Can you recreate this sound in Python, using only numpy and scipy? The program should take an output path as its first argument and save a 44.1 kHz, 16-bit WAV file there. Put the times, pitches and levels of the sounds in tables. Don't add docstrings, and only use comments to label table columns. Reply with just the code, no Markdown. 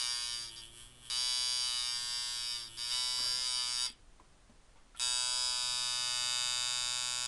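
import sys
import numpy as np
from scipy import signal
from scipy.io import wavfile
from scipy.ndimage import uniform_filter1d

SR = 44100
rng = np.random.default_rng(int(sys.argv[2]) if len(sys.argv) > 2 else 0)


def ratio_of_db(decibels):
    return 10 ** (np.asarray(decibels, float) / 20)


def int16_out(signal):
    q = np.round(np.clip(np.atleast_2d(signal).T, -1, 1) * 32767)
    wavfile.write(sys.argv[1], SR, q.astype(np.int16))


N = 320607
T = np.arange(N) / SR

# time [s], position step,
# grip (0 fingers on the frame, 1 free, 2 seen from the top), nearness [dB].
POSE = [(0, 0.81, 0.44, 0.84), (1.05, 1.2, 0.08, 0.7), (1.1, 1.06, 0.58, -1.5), (1.3, 1.34, 0.83, -1),
        (1.6, 0.84, 0.67, -1.6), (2, 1.63, 0.37, -0.26), (2.8, 2.96, 0.27, 0.05), (2.95, 2.27, 0.48, -0.6),
        (3.15, 2.13, 0.29, -2.5), (3.35, 3.5, 0.17, -2.5), (3.5, 7.1, 0.15, -1.7), (3.6, 5.7, 0.15, -0.3),
        (3.87, 8.95, 0.097, -1.5), (4.97, 8.6, 1.4, -2), (5.4, 6.17, 1.56, -3.5), (5.65, 6.26, 1.46, -2.5),
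        (6.35, 4.52, 1.365, -0.5), (7.27, 3.82, 1.45, -3)]
# time [s], strokes per second [Hz].
PACE = [
    [(0, 123), (.44, 117.5), (.534, 113), (.576, 115.7), (.622, 113), (.898, 122.6), (1.0, 123),
     (1.07, 118.4), (1.1, 123.1)],
    [(1.19, 124.85), (1.564, 124.8), (1.74, 123.5), (2.02, 121.2), (2.13, 121.8), (2.3, 121.5),
     (2.516, 119.7), (2.602, 117.8), (2.7, 113.9)],
    [(2.754, 114.1), (2.788, 118.5), (2.89, 121.1), (2.936, 124.5), (3.35, 125.25), (3.46, 125.15),
     (3.62, 123.8), (3.744, 123.1), (3.86, 125.4)],
    [(4.994, 122.5), (5.02, 124.5), (5.24, 124.1), (5.45, 124.7), (5.54, 124), (6.14, 123.6), (6.86, 123.4),
     (7.27, 123.7)],
]
STRIKES = [1.1, 4.9965]
CURRENT_OFF = [3.863, 4.994]
# level for grip 0, 1, 2 [dB], loss under the free pace [dB/Hz],
# further loss when faltering [dB/Hz].
PARTS = dict(ring=(-38, -35.5, -36, 1.18, 1), thud=(-52, -53, -40, 0.83, 1.3),
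         treble=(-41.5, -41.5, -30, 1.11, 1.5), contact=(-45.5, -41.5, -43, 0.79, 3.5))
# start [s], end [s].
MISSES = [
    (.505, .552),
    (.612, 1.093),
    (2.685, 2.768),
]
# time [s], half length [s], screw [dB], spring [dB].
FLUTTERS = [
    (0.528, 0.046, -57.5, -54.5),
    (0.629, 0.042, -58, -54),
    (0.793, 0.065, -57, -62),
    (1.06, 0.037, -59.5, -60),
    (2.734, 0.089, -58.5, -57),
]
# frequency [Hz], width [Hz], level for grip 0, 1, 2 [dB].
FRAME_MODES = [(3713, 87, -6, 10.5, -4), (3846, 60, -24, 2.5, -3), (4380, 50, -47, -24, -24),
               (4600, 19, -25, -18, -24), (4715, 40, -26, -12, 2), (4768.5, 66, 0.5, 10, -9),
               (5005, 60, -8.5, -1, 11), (5600, 55, -18, -28, -14), (5406, 75, -5, 3, -15),
               (5720, 49, -15, -22, -27)]
# frequency [Hz], width [Hz], level for grip 0, 1, 2 [dB].
COIL_MODES = [(2320, 340, -13.5, -12.5, -16), (2530, 180, -17, -11.5, 9), (2979.5, 39.5, 3, 3, 2),
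              (3070, 51, -5.5, -8, -11), (3400, 69, -17, 0, 13)]
# frequency [Hz], width [Hz], level from the side, from the top [dB].
BAR_MODES = [(5930, 380, -8, -24), (6590, 295, -2, 12), (6940, 210, -36, 18.5), (6640, 560, -33, -32.5),
             (7760, 220, -30, 21), (7920, 1130, -6, 6.5), (8900, 460, -28, -16.5), (9060, 123, 2, 14),
             (8800, 130, -10, -2), (9800, 120, -12, 0), (10670, 140, -7, -11), (9676, 120, -1.5, -6),
             (10120, 124, -1.5, -12), (11390, 47, -6.5, -18)]
# frequency [Hz], level from the side, from the top [dB].
THUD = [(200, -30, -67), (405, -35.5, -34.5), (503.5, 3.5, 14.5), (816, -7, -2.5), (882, 11.5, 17.5),
        (1220, 9.5, 1.5), (1555, 8, 21), (1834, 12, -3.5), (1930, 1.5, 17), (2324, 12, -32),
        (2835, -28.5, -34), (4000, -67.5, -62)]
# frequency [Hz], width [Hz], level [dB].
SPRING_MODES = [(2500, 380, -19.5), (2974, 60, -4.5), (3240, 70, -0.5), (3410, 164, -3.5)]
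# frequency [Hz], width [Hz], level [dB].
SCREW_MODES = [(7620, 200, 0), (7850, 150, 0), (8300, 150, -1), (9200, 300, -5), (9690, 250, 0),
               (10300, 260, -3), (10650, 160, -1), (11400, 160, -6)]
# frequency [Hz], level [dB].
SNAP = [(600, -30), (1500, -10), (3800, -3), (5500, -2), (6300, -7), (6900, -20), (7600, -6), (10500, -4),
        (11600, -8), (13000, -20)]
# start [s], end [s], first order, third order [dB].
SQUEEZES = [(0.312, 0.785, -73, -72.5), (0.803, 1.147, -74.5, -103), (1.933, 2.066, -74, -99),
            (2.557, 2.85, -74, -74), (3.138, 3.38, -70, -71.5), (3.54, 3.88, -81, -81),
            (5.027, 5.16, -73, -74), (5.65, 7.3, -69, -97.5)]
# frequency [Hz], density [dB per Hz].
FLOOR = [(8.8, -33), (15, 4), (46, -9.5), (120, -22), (154, -17.5), (178, -22.5), (312, -23), (489, -26),
         (788, -27), (1140, -28), (1940, -31.5), (2290, -32.5), (9880, -37), (12400, -63), (16100, -99),
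         (22000, -120)]
# frequency [Hz], width [Hz], level [dB].
ROOM_HUM = [(101.6, 1.5, -76), (146.3, 5.5, -82.5)]
# start [s], end [s], level [dB], low edge [Hz], high edge [Hz].
RUBS = [(3.164, 3.302, -58.5, 650, 1500), (3.174, 3.35, -80, 200, 650), (3.852, 3.915, -55, 1780, 4140),
        (4.187, 4.263, -72, 500, 1400), (4.75, 4.82, -74, 700, 2500), (4.941, 4.998, -62, 900, 3840),
        (4.762, 4.778, -69, 1500, 4000)]
# time [s], peak [dB], frequency [Hz], t60 [s].
KNOCKS = [(3.186, -45.5, 1110, 0.085), (3.201, -44, 284, 0.051), (3.224, -53, 1156, 0.098),
          (3.25, -64, 965, 0.07), (3.286, -57, 780, 0.31), (3.9, -48.5, 245, 0.065),
          (4.197, -47.5, 1030, 0.045), (4.202, -52, 313, 0.05), (4.245, -60, 247, 0.052),
          (4.495, -49, 233, 0.066), (4.5, -56, 605, 0.065), (4.755, -57, 910, 0.07), (4.775, -61, 1160, .1),
          (4.768, -63, 3350, .04), (4.947, -46.5, 1370, 0.045)]
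# time [s], level [dB].
LOOSE_TICKS = [(3.874, -55), (3.88, -51), (3.89, -53), (3.9, -52), (3.916, -59), (3.925, -60),
               (4.9635, -61), (4.9728, -54), (4.981, -56), (4.99, -53)]
# frequency [Hz], t60 [s].
ROOM = [(500, 0.3), (2000, 0.32), (5000, 0.28), (11000, 0.029)]

FREE_HZ, FALTER_HZ = 123.16, 118.6
MISS_EDGE_S, MISS_DB = 0.011, -50
HELD_THUD_DB = -12.5
REST_SCREW_DB, REST_SPRING_DB = -65, -64
CONTACT_TOP_DB, SCREW_TOP_DB = -52, -54
FRAME_LAG_S = 0.0005
BOUNCE_S, BOUNCE_DB, BOUNCE_SHIFT = 0.00155, -6, 0.008
SQUEEZE_EDGE_S, LOOSE_HUM_DB, LOOSE_THIRD_DB = 0.11, -73, -81.5
FLOOR_DB = -60.5


def evened(x):
    return x / np.sqrt(np.mean(x ** 2) + 1e-20)


def read(points, hz):
    f, value = np.transpose(points)
    return np.interp(np.log(hz + 1), np.log(f + 1), value)


def column(tables, index):
    rows = np.vstack(tables)
    return np.interp(T, rows[:, 0], rows[:, index])


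def span(t, start, end, edge_s):
    return np.clip(np.minimum(t - start, end - t) / edge_s + 0.5, 0, 1)


def over(db, top_db):
    under = ratio_of_db(np.minimum(db, top_db))
    return under, np.sqrt(ratio_of_db(db) ** 2 - under ** 2)


def unit(response):
    return response / np.linalg.norm(response) * np.sqrt(SR / 124)


def struck(gain):
    log_gain = np.log(gain / gain.max() + 1e-5)
    response = np.fft.ifft(np.exp(np.conj(signal.hilbert(log_gain)))).real
    return unit(response[:len(gain) // 2])


def ring(modes, size=8192):
    f = abs(np.fft.fftfreq(size, 1 / SR)) + 1
    power = sum(ratio_of_db(2 * db) / (1 + (2 * (f - hz) / width) ** 2) for hz, width, db in modes)
    low_skirt = 1 + (0.93 * modes[0][0] / f) ** 16
    high_skirt = 1 + (f / modes[-1][0] / 1.07) ** 16
    return struck(np.sqrt(power / (low_skirt * high_skirt)))


def click(points, size=8192):
    return struck(ratio_of_db(read(points, abs(np.fft.fftfreq(size, 1 / SR)))))


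def impulses(s, size):
    at = (s * SR).astype(int)[:, None] + np.arange(-15, 17)
    off = at - s[:, None] * SR
    pulse = np.sinc(off) * np.cos(np.pi * off / 34) ** 2
    out = np.zeros(N + 64)
    np.add.at(out, np.clip(at, 0, N + 63), pulse * size[:, None])
    return out[:N]


def played(s, size, response):
    return signal.oaconvolve(impulses(s, size), response)[:N]


def powered(t):
    return (t < CURRENT_OFF[0]) | (t > CURRENT_OFF[1])


def bar_turns():
    turns = np.cumsum(column(PACE, index=1)) / SR
    shift = np.unwrap(-np.interp(STRIKES, T, turns) % 1, period=1)
    return turns + np.interp(T, CURRENT_OFF, shift)


def strengths(s):
    hz = np.interp(s, T, column(PACE, index=1))
    grip = np.interp(s, T, column([POSE], index=2))
    near_db = np.interp(s, T, column([POSE], index=3))
    missed_db = MISS_DB * sum(span(s, start, end, MISS_EDGE_S) for start, end in MISSES)
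    slow_hz, falter_hz = FREE_HZ - hz, np.maximum(FALTER_HZ - hz, 0)
    ring_db, thud_db, treble_db, contact_db = (
        np.interp(grip, range(3), part[:3]) + near_db + missed_db - part[3] * slow_hz - part[4] * falter_hz
        for part in PARTS.values())
    screw, spring = ratio_of_db(REST_SCREW_DB), ratio_of_db(REST_SPRING_DB)
    for at, half, flutter_screw_db, flutter_spring_db in FLUTTERS:
        bump = np.exp(-((s - at) / half) ** 2)
        screw = screw + bump * ratio_of_db(flutter_screw_db)
        spring = spring + bump * ratio_of_db(flutter_spring_db)
    screw_db, spring_db = 20 * np.log10(screw), 20 * np.log10(spring)
    thud_db = np.maximum(thud_db, screw_db + HELD_THUD_DB)
    return ring_db, thud_db, np.maximum(treble_db, screw_db), np.maximum(contact_db, spring_db)


def core_blows(s, weak, frame, coil, tick, thud):
    blow_s = s + (1.5e-6 + 12e-6 * weak) * rng.standard_normal(len(s))
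    blow = powered(s) * ratio_of_db((0.06 + 0.5 * weak) * rng.standard_normal(len(s)))
    grip = np.clip(np.interp(s, T, column([POSE], index=2)), 0, 2)
    bounce_s = BOUNCE_S * (1 + BOUNCE_SHIFT * np.interp(s, T, column([POSE], index=1)))
    taps = [(0, 0), (bounce_s, BOUNCE_DB), (2.37 * bounce_s, 2.7 * BOUNCE_DB)]
    out = 0
    for k in range(3):
        hit = blow * np.maximum(1 - abs(grip - k), 0)
        side = 1 + k // 2
        frame_ring = ring([(m[0], m[1], m[2 + k]) for m in FRAME_MODES])
        coil_ring = ring([(m[0], m[1], m[2 + k]) for m in COIL_MODES])
        bar_ring = ring([(m[0], m[1], m[1 + side]) for m in BAR_MODES])
        out += played(blow_s + FRAME_LAG_S, hit * frame * ratio_of_db(0.55), frame_ring)
        out += played(blow_s, hit * coil * ratio_of_db(1.0), coil_ring)
        for lag_s, db in taps:
            out += played(blow_s + lag_s, hit * tick * ratio_of_db(db - 2.3), bar_ring)
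        out += played(blow_s, hit * thud * ratio_of_db(1.74), click([(m[0], m[side]) for m in THUD]))
    return out


def contact_ticks(s, weak, spring, screw):
    touch_s = s + 0.0036 + (3e-6 + 9e-6 * weak) * rng.standard_normal(len(s))
    touch = powered(s) * ratio_of_db(0.7 * weak * rng.standard_normal(len(s)))
    out = played(touch_s, touch * spring, ring(SPRING_MODES))
    out += played(touch_s, touch * screw * ratio_of_db(-3), ring(SCREW_MODES) + 0.7 * click(SNAP))
    return out + played(touch_s + 0.0031, touch * screw * ratio_of_db(-6), ring(SCREW_MODES))


def machine(turns):
    s = np.interp(np.arange(0, int(turns[-1])), turns, T)
    ring_db, thud_db, treble_db, contact_db = strengths(s)
    weak = np.clip((-39 - ring_db) / 15, 0, 1)
    reach = np.clip((ring_db + 62) / 6, 0, 1)
    screw, tick = over(treble_db, SCREW_TOP_DB - 6 * reach)
    spring, coil = over(contact_db, CONTACT_TOP_DB)
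    blows = core_blows(s, weak, reach * ratio_of_db(ring_db), reach * coil, reach * tick, ratio_of_db(thud_db))
    missed = 1 - reach
    return blows + contact_ticks(s, weak, spring + missed * coil, screw + missed * tick)


def squeezed(loose_db, index):
    grips = (ratio_of_db(row[index]) * span(T, row[0], row[1], SQUEEZE_EDGE_S) for row in SQUEEZES)
    return ratio_of_db(loose_db) + sum(grips)


def coil_hum(turns):
    phase = 2 * np.pi * turns
    hum = squeezed(LOOSE_HUM_DB, index=2) * (np.sin(phase) + 0.35 * np.sin(2 * phase))
    hum += squeezed(LOOSE_THIRD_DB, index=3) * np.sin(3 * phase)
    return np.sqrt(2) * uniform_filter1d(1.0 * powered(T), size=600) * hum


def floor():
    frames, hz = N // 512 + 5, np.fft.rfftfreq(2048, 1 / SR)
    a, b = rng.standard_normal((frames, 1025, 2)).T
    lumps = evened(uniform_filter1d(rng.standard_normal(frames), size=9))
    db = read(FLOOR, hz)[:, None] + 0.55 * lumps * np.exp(-hz / 250)[:, None]
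    hiss = signal.istft((a + 1j * b) * ratio_of_db(db), nperseg=2048, noverlap=1536)[1][:N]
    out = ratio_of_db(FLOOR_DB) * evened(hiss)
    for mode in ROOM_HUM:
        hum = signal.oaconvolve(rng.standard_normal(N), ring([mode], size=32768))[:N]
        out += ratio_of_db(mode[2]) * evened(hum)
    return out


def rubs():
    out = np.zeros(N)
    for s, end, db, low_hz, high_hz in RUBS:
        grains = rng.standard_normal((2, SR // 4))[:, :round((end - s) * SR)]
        clumps = ratio_of_db(1.2 * evened(uniform_filter1d(grains[0], size=300)))
        band = signal.butter(2, [low_hz, high_hz], "band", fs=SR, output="sos")
        rub = evened(signal.sosfilt(band, clumps * grains[1]))
        out[round(s * SR):][:len(rub)] += ratio_of_db(db) * rub * signal.windows.tukey(len(rub), 0.6)
    return out


def knocks():
    out, t = np.zeros(N), np.arange(6000) / SR
    for s, db, hz, t60 in KNOCKS:
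        fuzz = evened(signal.lfilter([1], [1, -0.95], rng.standard_normal(len(t))))
        tap = (0.75 + 0.46 * fuzz) * np.sin(2 * np.pi * hz * t)
        tap += 0.08 * rng.standard_normal(len(t)) * np.exp(-t / 0.0034)
        out[round(s * SR):][:len(t)] += ratio_of_db(db - 60 * t / t60) * tap * np.minimum(t / 0.0019, 1)
    return out


def loose_ticks():
    s, db = np.transpose(LOOSE_TICKS)
    return played(s, ratio_of_db(db), ring(SPRING_MODES) + 0.7 * ring(SCREW_MODES) + 0.2 * click(SNAP))


def tail(start, size, t60_scale):
    taps = np.zeros(size)
    at = np.arange(start, size - 20, 20)
    taps[at + rng.integers(0, 20, len(at))] = rng.choice([-1.0, 1.0], len(at))
    hz, t, z = signal.stft(taps, SR, nperseg=128)
    decay = ratio_of_db(-60 * t / (t60_scale * read(ROOM, hz)[:, None]))
    out = signal.istft(z * decay, SR, nperseg=128)[1]
    return out / np.linalg.norm(out)


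def space(x, near_db, far_db, count=10):
    step = column([POSE], index=1)
    near = 0
    for k in range(count):
        share = np.cos(np.pi / 2 * np.clip(step - k, -1, 1))
        near += signal.oaconvolve(x * share, tail(start=30, size=2000, t60_scale=0.25))[:N]
    near = signal.lfilter(*signal.butter(2, 800, "high", fs=SR), near)
    near = 0.65 * near + 1.5 * signal.lfilter(*signal.butter(2, 6000, "high", fs=SR), near)
    far = signal.oaconvolve(x, tail(start=300, size=12000, t60_scale=0.68))[:N]
    mix = x + ratio_of_db(near_db) * near + ratio_of_db(far_db) * far
    return mix / np.sqrt(1 + ratio_of_db(2 * near_db) + ratio_of_db(2 * far_db))


def scene():
    turns = bar_turns()
    close = machine(turns) + rubs() + knocks() + loose_ticks()
    heard = space(close, near_db=-5.5, far_db=-13)
    return (heard + coil_hum(turns) + floor())[None]


def low_pass(x):
    return signal.sosfilt(signal.butter(12, 12520, fs=SR, output="sos"), x)


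def record(dry):
    edge_hz, edge_db = [0, 10500, 11800, 12600, SR / 2], np.array([0, -0.3, -5, -20, -80])
    edge = signal.firwin2(257, edge_hz, ratio_of_db(edge_db), fs=SR)
    return low_pass(signal.oaconvolve(dry, edge[None], "same"))


dry = scene()
out = record(dry)
int16_out(out)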